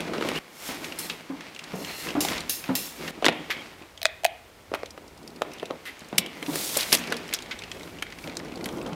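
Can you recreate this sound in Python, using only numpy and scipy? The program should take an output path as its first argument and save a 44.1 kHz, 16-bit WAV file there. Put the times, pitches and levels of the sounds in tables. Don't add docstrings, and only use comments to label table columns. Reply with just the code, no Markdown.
import sys
import numpy as np
from scipy import signal
from scipy.fft import rfft, irfft, next_fast_len
from scipy.io import wavfile

SR = 44100
rng = np.random.default_rng(int(sys.argv[2]) if len(sys.argv) > 2 else 0)


def volts(x):
    e = np.asarray(x, float) / 20
    return 10 ** e


def file_out(sig):
    cols = np.atleast_2d(sig).T
    lim = np.clip(cols, -1, 1)
    pcm = np.round(lim * 32767).astype(np.int16)
    wavfile.write(sys.argv[1], SR, pcm)


N = 394686
STRIKE = 5.3


def unit(x):
    return x / np.sqrt(np.mean(x ** 2) + 1e-20)


def coloured(x, spectrum):
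    size = next_fast_len(len(x))
    hz = np.maximum(np.arange(size // 2 + 1) * SR / size, 1)
    point_hz, point_db = np.array(spectrum).T
    gain = volts(np.interp(np.log(hz), np.log(point_hz), point_db))
    return unit(irfft(rfft(x, size) * gain, size)[:len(x)])


def wander(rate_hz):
    knots = rng.standard_normal(900)
    return np.interp(np.arange(N) / SR * rate_hz, np.arange(900), knots)


def grit(per_s, spread_db):
    sizes = volts(spread_db * np.minimum(rng.exponential(1, N), 4)) * rng.choice([-1, 1], N)
    return sizes * (rng.random(N) < per_s / SR) + 1e-18


def ring(x, hz, t60_s):
    r = volts(-60 / (t60_s * SR))
    w = 2 * np.pi * hz / SR
    return signal.lfilter([0, np.sin(w)], [1, -2 * r * np.cos(w), r * r], x)


def band(x, low_hz, high_hz):
    return signal.sosfilt(signal.butter(2, [low_hz, high_hz], "band", fs=SR, output="sos"), x)


def contact(t60_s, length_s):
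    t = np.arange(int(length_s * SR)) / SR
    return rng.standard_normal((3, len(t))) * volts(-60 * t / max(t60_s, .002))


def add(out, s, sound, peak_db):
    at = round(s * SR)
    out[at:at + len(sound)] += (sound * volts(peak_db) / np.max(np.abs(sound)))[:N - at]


def gestures(rows, idle_db, rise_db_s, fall_db_s):
    joins_s = (.389, 3.11)
    t = np.arange(0, N, 32) / SR
    power = 0
    for s, db, hold_s in rows:
        rise_db = rise_db_s * np.maximum(s - t, 0)
        fall_db = fall_db_s * np.maximum(t - s - hold_s, 0)
        same_scene = np.searchsorted(joins_s, t) == np.searchsorted(joins_s, s)
        power = power + volts(2 * (db - rise_db - fall_db)) * same_scene
    return 10 * np.log10(np.interp(np.arange(N) / SR, t, power) + volts(2 * idle_db))


def rumble(busy_db):
    # start_s, level_db, hold_s
    rolls = [(0, -33.5, 0.32), (.72, -54, .01), (.85, -40.5, .01), (1.0, -46.5, 0.085), (1.78, -39, .01),
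             (2.07, -37.5, 0.27), (2.74, -44, .01), (3.04, -38.5, .07), (3.27, -36, 0.027), (4.95, -52, .1),
             (5.22, -48, 0.22), (5.47, -44, .01), (5.68, -45, .01), (6.24, -42.5, .01),
             (6.53, -32.5, 0.012), (7.1, -40.5, 0.0091), (7.75, -46.5, 0.22), (8.28, -39, 0.27),
             (8.6, -35.5, 0.46)]
    # mode_hz, width_hz, level_db
    shell_modes = [(171.3, 19, 18.5), (244.4, 29, 15), (300, 23, -14), (530, 360, -30.5)]
    # freq_hz, density_db
    rumble_spectrum = [(41, -55), (70, -45), (123, -27), (161, 1), (302, 8.5), (1500, -13), (1950, -70.5),
                       (3300, -120)]
    level_db = gestures(rolls, busy_db - 2.5, rise_db_s=153, fall_db_s=78)
    drive = unit(grit(700, 2.0)) + .5 * rng.standard_normal(N)
    shell = sum(volts(db) * unit(ring(drive, hz, 3.9 / width_hz)) for hz, width_hz, db in shell_modes)
    return volts(level_db + 2.0 * wander(22)) * unit(unit(shell) * 0.28 + coloured(drive, rumble_spectrum))


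def thuds():
    # start_s, peak_db, ring_hz, t60_s
    thud_rows = [(0.688, -20, 265, 0.22), (1.299, -21.5, 281, 0.26), (1.734, -24, 185, 0.24),
                 (1.738, -22, 447, 0.12), (2.151, -13, 288, 0.25), (2.69, -12.5, 261, 0.19),
                 (2.692, -20, 540, 0.095), (3.011, -31, 354, 0.1), (3.282, -22, 230, 0.34),
                 (3.814, -32, 338, 0.14), (4.731, -24, 568, 0.22), (5.412, -25, 612, 0.19),
                 (5.623, -31, 540, 0.13), (5.702, -21, 537, 0.15), (6.018, -31, 220, 0.065),
                 (6.127, -22, 206, 0.2), (6.187, -20.5, 205, 0.087), (6.424, -25, 292, 0.15),
                 (6.481, -19, 285, 0.23), (6.547, -34, 307, 0.24), (6.767, -14.5, 537, 0.061),
                 (6.928, -16, 300, 0.13), (6.93, -26.5, 237, 0.72), (7.116, -21, 463, 0.16),
                 (8.245, -29.5, 170, 0.19), (8.61, -32, 340, .1), (8.659, -23, 225, 0.14),
                 (8.73, -25.5, 193, 0.24), (8.778, -29, 170, .15), (8.86, -22, 205, 0.17),
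                 (8.896, -23, 300, 0.082), (8.924, -21.5, 165, 0.16), (0.183, -19, 477, 0.045),
                 (.234, -17, 480, 0.046), (0.248, -18, 520, .05)]
    out = np.zeros(N)
    for s, peak_db, hz, t60_s in thud_rows:
        push, scuff, _ = contact(1.3 * t60_s, 0.29)
        first = np.zeros(len(push))
        first[0] = 26
        low = ring(push, hz, 0.33 * t60_s) + ring(first, hz, 0.62 * t60_s)
        low = low + 0.31 * ring(push + first, 0.738 * hz, .5 * t60_s)
        add(out, s, band(low, 123, 930) + 44 * band(scuff, 220, 1030), peak_db - 3.0)
    return out


def pulls(drive, spread_db, t60_s):
    # mode_hz, level_db
    pull_modes = [(1950, -2), (2780, 3), (4200, -6), (5120, -10), (5480, 6.5), (6450, 5), (7400, 4.5),
                  (9000, -17), (9400, 1), (10200, -1.5), (11500, 4.5), (13100, 4.5), (14300, -8),
                  (15300, -4)]
    chance = rng.standard_normal((len(pull_modes), 3, 2))
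    return sum(volts(db + spread_db * k) * ring(drive, hz * (1 + 0.016 * off), t60_s)
               for (hz, db), cluster in zip(pull_modes, chance) for off, k in cluster)


def clinks():
    # start_s, peak_db, shiver_t60_s, brightest_hz
    clink_rows = [
        (0.9879, -20, 0.39, 9000),
        (1.755, -38, 0.88, 6000),
        (2.206, -12, 0.36, 5800),
        (2.4952, -11.5, 0.4, 11500),
        (2.7528, -12, 0.39, 13000),
    ]
    out = np.zeros(N)
    t = np.arange(SR // 2) / SR
    for s, peak_db, t60_s, hz in clink_rows:
        decay = volts(-60 * t / 0.026) + 0.66 * volts(-60 * t / t60_s)
        touch = rng.standard_normal(len(t)) * decay
        sound = 0.007 * pulls(touch, 4.0, 0.03) + band(touch, 2400, 12800)
        favoured = volts(-5) * band(touch, hz / 1.44, hz * 1.22)
        add(out, s, sound + favoured, peak_db)
    return out


def knock(out, s, peak_db, hz, body_db, snap_db, t60_s, catch_s):
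    t = np.arange(int(.08 * SR)) / SR
    crack = 1 + np.exp(-np.abs(t - catch_s) / 0.0016)
    onset = np.minimum((t + 1e-4) / (catch_s + 1e-4), 1) ** 2
    face, body, snap = contact(t60_s, .08) * crack * onset
    if not catch_s:
        face[0] = body[0] = STRIKE
    s = max(s - catch_s / 2, 0)
    add(out, s, .5 * band(face, 1480, 3670) + band(face, hz / 1.456, hz * 1.305), peak_db)
    add(out, s, band(body, 284, 730), peak_db + body_db)
    add(out, s, band(snap, 4840, 12200), peak_db + snap_db)


def bumps():
    # start_s, peak_db, centre_hz, body_rel_db, contact_t60_ms
    bump_rows = [(0.1349, -21.5, 1470, -7, 160), (.21, -24, 1460, 3, 50), (0.224, -17, 1410, -1, 22),
                 (.3592, -20, 2950, -26, 18), (1.098, -18.5, 3330, -22, 79), (3.2241, -27, 1000, 12, 85),
                 (3.245, -4.5, 1440, -10, 11), (3.2516, -11, 1400, -6, 12), (3.2638, -0.5, 1540, -9, 18),
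                 (3.2688, -18, 1700, -4, 52), (3.2836, -3, 1970, -9.5, 12), (3.2881, -9, 2500, 1, 18),
                 (3.295, -21, 3000, -3, 27), (3.499, -27.5, 2000, 2, 9.3), (4.717, -42.5, 990, 21, 22),
                 (4.739, -18.5, 1610, 3.5, 8.2), (4.8327, -33, 1320, 13.5, 9.5),
                 (4.9766, -33.5, 1670, 2.5, 43), (5.4194, -10.5, 1830, -2, 16.5),
                 (5.5978, -25.5, 2930, -28, 43), (5.708, -25, 1060, 6.5, 14),
                 (6.1277, -31.5, 2210, 7.5, 33), (7.346, -14.5, 4740, -34, 35),
                 (8.3698, -15, 5030, -24, 16)]
    out = np.zeros(N)
    for s, peak_db, hz, body_db, t60_ms in bump_rows:
        knock(out, s, peak_db, hz, body_db, -19, t60_ms / 1000, catch_s=0)
    return out


def latches():
    # start_s, peak_db, centre_hz, body_rel_db, snap_rel_db
    latch_rows = [(.0044, -23, 2620, -17, -7), (0.2871, -20.5, 2600, -5, -3), (2.249, -17.5, 970, -1, -4),
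                  (3.2541, -11, 4500, -16, -11), (5.628, -30, 1420, 10, -14), (6.1807, -8, 3000, -20, 3),
                  (6.183, -6, 3900, -36, -6), (6.9203, -12, 2500, -30, -12), (6.942, -15, 4060, -3, -1),
                  (6.9489, -10.5, 3500, -18, 3), (6.2611, -23.5, 3000, -22, -8),
                  (6.4264, -21, 2310, -26, -11), (6.556, -22, 2060, -2, 6.5),
                  (6.7703, -24.5, 4970, -15, 15.5), (6.9265, -2.5, 4400, -12, -6),
                  (7.1225, -12.5, 1630, -39, -10), (7.337, -15.5, 3460, -21, 3.5),
                  (8.0233, -15, 2200, -19, -10.5), (8.657, -23.5, 2510, -24, -2.5)]
    out = np.zeros(N)
    for s, peak_db, hz, body_db, snap_db in latch_rows:
        knock(out, s, peak_db, hz, body_db, snap_db, t60_s=0.032, catch_s=.003)
    return out


def switch():
    # start_s, peak_db, box_rel_db, snap_rel_db, box_hz
    snap_rows = [
        (4.017, -17.5, -18, -17, 658),
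        (4.03, -15, -19, 3, 640),
        (4.0504, -21, -6, -12, 660),
        (4.055, 2, -20, -28, 620),
        (4.0655, -14.5, -26, -24, 640),
        (4.091, -44, 6, -12, 636),
        (4.2354, -29.5, 4, -3, 655),
        (4.246, -7.5, -19, -2, 670),
        (4.2507, -5, -3.5, -3, 682),
        (4.263, -15, -18, -8, 666),
    ]
    # mode_hz, level_db, t60_s
    rocker_modes = [(2070, -23, 0.033), (2560, -5.5, 0.042), (3000, -15, 0.034), (4060, -13, 0.027),
                    (635, -34, 0.44)]
    out = np.zeros(N)
    for s, peak_db, box_db, snap_db, box_hz in snap_rows:
        face, body, snap = contact(0.0071, 0.3)
        face[0] = STRIKE
        rocker = sum(volts(db) * ring(face, hz, t60_s) for hz, db, t60_s in rocker_modes)
        box = sum(ring(np.abs(body), hz, 0.029) for hz in (box_hz, box_hz * 1.03))
        add(out, s, band(face, 1570, 4700) + 0.024 * rocker, peak_db)
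        add(out, s, band(box, 600, 1020), peak_db + box_db)
        add(out, s, band(snap, 4400, 22000), peak_db + snap_db)
    return out


def metal(busy_db):
    # start_s, level_db, hold_s
    slides = [(.27, -49, .01), (.37, -46, .02), (.675, -37.5, 0.011), (.85, -46, .01), (1.05, -43.5, 0.012),
              (1.8, -47, 0.116), (2.0, -41, 0.041), (2.3, -40.5, .01), (2.55, -47, 0.011),
              (2.85, -39, 0.0066), (3.0, -48.5, 0.1), (6.57, -32.5, 0.22), (6.91, -35.5, 0.012),
              (7.3, -64, 0.01), (7.75, -55.5, .15), (8.23, -52, 0.014), (8.65, -56, 0.12)]
    # freq_hz, density_db
    slide_spectrum = [(2060, -23.5), (3500, -5), (13100, -9), (15800, -13.5), (16400, -52)]
    stairs_s = (.39, 3.11)
    level_db = gestures(slides, busy_db - 14.5, rise_db_s=144, fall_db_s=139)
    hiss = coloured(rng.standard_normal(N) + 0.66 * unit(grit(2500, 5.1)), slide_spectrum)
    a, b = (int(s * SR) for s in stairs_s)
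    hiss[a:b] += .5 * unit(pulls(grit(240, 1.7)[a:b], 2.4, 0.11))
    return volts(level_db + 0.62 * wander(25)) * hiss


def rustle(busy_db):
    # start_s, level_db, hold_s
    rubs = [(0, -36, 0.011), (.27, -32.5, 0.0059), (.37, -35, .02), (.69, -36, .03), (.85, -38.5, 0.017),
            (1.0, -42, 0.14), (1.45, -43.5, 0.006), (1.68, -46, 0.042), (1.9, -38, 0.0045),
            (2.07, -36, 0.017), (2.3, -32, 0.057), (2.67, -44, 0.028), (3.05, -39, 0.046),
            (3.56, -45.5, .01), (4.8, -51.5, .01), (5.49, -49, 0.1), (5.93, -49.5, 0.11),
            (6.56, -40.5, 0.054), (6.78, -35.5, 0.064), (7.0, -39.5, 0.15), (8.3, -58, 0.29)]
    # freq_hz, density_db
    rustle_spectrum = [(410, -4), (700, -1), (1700, -2.5), (2200, 1), (2800, -3.5), (5000, -10),
                       (10400, -27), (17600, -120)]
    level_db = gestures(rubs, busy_db, rise_db_s=132, fall_db_s=122)
    grains = unit(grit(900 * volts(4.0 * wander(9.9)), 7.4))
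    return volts(level_db + wander(40)) * coloured(.5 * grains + rng.standard_normal(N), rustle_spectrum)


def scuffs():
    # start_s, length_s, peak_db, centre_hz, bright_rel_db
    scuff_rows = [
        (3.077, 0.011, -24, 2360, -18),
        (3.503, 0.026, -15, 2500, -15),
        (4.746, 0.0092, -20.5, 1510, -19.5),
        (5.854, 0.048, -27, 2340, -10.5),
        (6.786, 0.047, -19, 3700, -5),
        (6.925, 0.021, -5, 3080, 1),
        (7.51, 0.022, -21.5, 2500, -28),
    ]
    out = np.zeros(N)
    for s, length_s, peak_db, hz, bright_db in scuff_rows:
        place = np.linspace(0, 1, int(1.93 * length_s * SR))
        swell = np.interp(place, [0, .12, .6, 1], [0.59, 0.61, 0.16, 0.032])
        grains = swell * rng.standard_normal(len(swell)) * volts(0.78 * rng.standard_normal(len(swell)))
        sound = 1.3 * band(grains, hz / 2.0, hz * 1.53) + band(grains, hz / 1.35, hz / 1.06)
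        add(out, s, sound + volts(bright_db) * band(grains, 7700, 13000), peak_db)
    return out


def ticks():
    # start_s, peak_db
    handle_ticks = [(.1807, -25), (1.408, -28), (1.5624, -29), (2.6397, -24), (3.8212, -39), (6.463, -25.5),
                    (7.0387, -23), (7.0758, -27), (7.311, -30), (7.6201, -28.5), (7.8094, -30.5),
                    (7.8755, -35), (7.9863, -30), (8.067, -31), (8.1035, -38), (8.1235, -29), (8.1862, -31),
                    (8.24, -30), (8.2744, -23.5), (8.2964, -30), (8.3985, -28), (8.61, -30), (8.8146, -30),
                    (7.507, -45), (6.156, -40), (7.46, -30), (7.97, -37), (8.458, -38), (8.483, -35),
                    (8.52, -33.5)]
    # start_s, peak_db
    tag_ticks = [(.844, -23), (.9223, -25), (1.548, -29), (1.5916, -26.5), (1.6397, -26.5), (1.847, -24),
                 (2.0877, -22), (2.1053, -24), (2.2852, -18), (2.3155, -29), (2.3794, -22), (3.3253, -31),
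                 (3.9758, -31), (5.517, -34), (5.584, -35), (6.5343, -24), (7.2904, -27), (7.3274, -20),
                 (7.3882, -24.5), (7.5896, -27.5), (7.6368, -26.5), (7.7154, -22), (7.7957, -35),
                 (7.8321, -31), (7.998, -40), (8.6877, -27), (8.863, -29), (8.9315, -28.5), (6.754, -21),
                 (6.815, -24), (8.574, -34), (8.783, -36), (7.77, -37)]
    # start_s, peak_db
    buckle_ticks = [(2.405, -22.5), (4.8584, -31), (4.906, -32), (5.079, -39), (5.176, -39), (5.23, -41),
                    (5.2763, -30), (5.3604, -37), (5.5348, -33), (5.656, -29), (6.8007, -21), (6.8296, -17),
                    (7.1671, -22.5), (7.423, -27), (8.353, -35), (8.557, -29), (8.6422, -23.5),
                    (6.808, -17), (7.073, -28), (7.142, -28), (8.392, -33), (5.303, -41.5)]
    # start_s, peak_db
    ring_ticks = [(3.6064, -44), (5.9928, -35), (6.0062, -36), (6.0464, -40), (6.0856, -39), (6.9714, -21),
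                  (6.9844, -26), (6.9924, -26), (7.1028, -30), (7.1844, -43), (7.279, -34), (7.3664, -33),
                  (7.4061, -42), (7.4944, -46), (8.4482, -39), (8.7251, -38), (8.7714, -39), (8.827, -37),
                  (8.8744, -38), (8.8897, -45)]
    out = np.zeros(N)
    for rows, part_hz in ((handle_ticks, 2210), (tag_ticks, 2950), (buckle_ticks, 4330), (ring_ticks, 5740)):
        for s, peak_db in rows:
            hz = part_hz * np.exp(0.15 * rng.standard_normal())
            face = contact(0.026, .03)[0]
            wide = band(face, hz / 1.84, min(hz * 2.0, 16000))
            add(out, s, band(face, hz / 1.09, hz * 1.16) + 0.5 * wide, peak_db)
    return out


def squeaks():
    # start_s, length_s, from_hz, to_hz, peak_db
    squeak_rows = [(.345, 0.043, 2700, 3000, -25), (0.98, 0.1, 4200, 4200, -34),
                   (1.74, 0.38, 2770, 2780, -37), (1.75, 0.35, 4210, 4200, -35.5),
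                   (1.81, 0.37, 1950, 1950, -38), (3.3, .2, 3200, 3100, -40), (3.51, .13, 3250, 3200, -36),
                   (3.52, .13, 2200, 2250, -38), (5.49, 0.12, 2600, 2700, -42),
                   (5.58, 0.17, 2700, 2550, -42), (5.86, .045, 1900, 2050, -33),
                   (6.3, 0.16, 1800, 2250, -40), (6.97, .33, 2700, 2450, -41), (6.97, .2, 2130, 2100, -40)]
    out = np.zeros(N)
    for s, length_s, from_hz, to_hz, peak_db in squeak_rows:
        hz = np.linspace(from_hz, to_hz, int(length_s * SR))
        roughness = 0.25 + unit(band(rng.standard_normal(len(hz)), 15, 130))
        flutter = np.sqrt(np.hanning(len(hz))) * roughness
        add(out, s, flutter * np.sin(2 * np.pi * np.cumsum(hz) / SR), peak_db)
    return out


def walls(x):
    # centre_hz, t60_s, level_db
    wall_bands = [(300, 0.54, -14), (2500, 0.53, -11.5), (9000, 0.071, -13)]
    t = np.arange(SR) / SR
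    edges_hz = [40, 1700, 3500, 17000]
    tail = 0
    for (_, t60_s, db), low_hz, high_hz in zip(wall_bands, edges_hz, edges_hz[1:]):
        noise = unit(band(rng.standard_normal(SR), low_hz, high_hz) * volts(-60 * t / t60_s))
        tail = tail + volts(db) * noise * np.sqrt((high_hz - low_hz) / 17000)
    tail = tail * np.clip(t / 0.007, 0, 1) / np.sqrt(SR)
    return signal.fftconvolve(x, tail)[:N]


def sway():
    # time_s, level_db
    sway_levels = [
        (0, -58),
        (.45, -74),
        (1.9, -75),
        (2.3, -46),
        (2.6, -61),
        (4.55, -59.5),
        (4.75, -55),
        (6.9, -72),
        (7.5, -53),
        (8.95, -54),
    ]
    level_db = np.interp(np.arange(N) / SR, *np.transpose(sway_levels))
    return volts(level_db) * unit(band(band(rng.standard_normal(N), 29, 114), 32, 122))


def still_air():
    # freq_hz, density_db
    air_spectrum = [(59, -48.5), (100, -21), (163, -23), (331, -21), (437, -16), (13300, -37.5),
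                    (15500, -38), (16500, -57)]
    return volts(-54.5) * coloured(rng.standard_normal(N), air_spectrum)


def scene():
    # time_s, level_db
    busy = [(0, -43), (.386, -45), (.392, -50), (.63, -55), (1.17, -48), (1.27, -51), (1.7, -49.5),
            (2.45, -52.5), (3.105, -46), (3.115, -50), (3.65, -46), (3.95, -59), (4.68, -59), (5.3, -58.5),
            (6.4, -48), (7.25, -44), (7.85, -50), (8.95, -51.5)]
    busy_db = np.interp(np.arange(N) / SR, *np.transpose(busy))
    moving = rumble(busy_db) + rustle(busy_db) + metal(busy_db)
    hits = bumps() + latches() + ticks() + scuffs() + thuds() + clinks()
    snaps = switch()
    echo = walls(hits + volts(-3.5) * snaps)
    return (hits + snaps + echo + moving + still_air() + sway() + squeaks())[None]


def roll_off(x):
    return signal.sosfilt(signal.butter(12, 16990, fs=SR, output="sos"), x)


def record(dry):
    rounded = 1.6 * np.tanh(band(dry, 43.2, 22000) / 1.627)
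    top = signal.cheby2(10, 60, 17100, fs=SR, output="sos")
    return roll_off(signal.sosfilt(top, rounded))


dry = scene()
out = record(dry)
file_out(out)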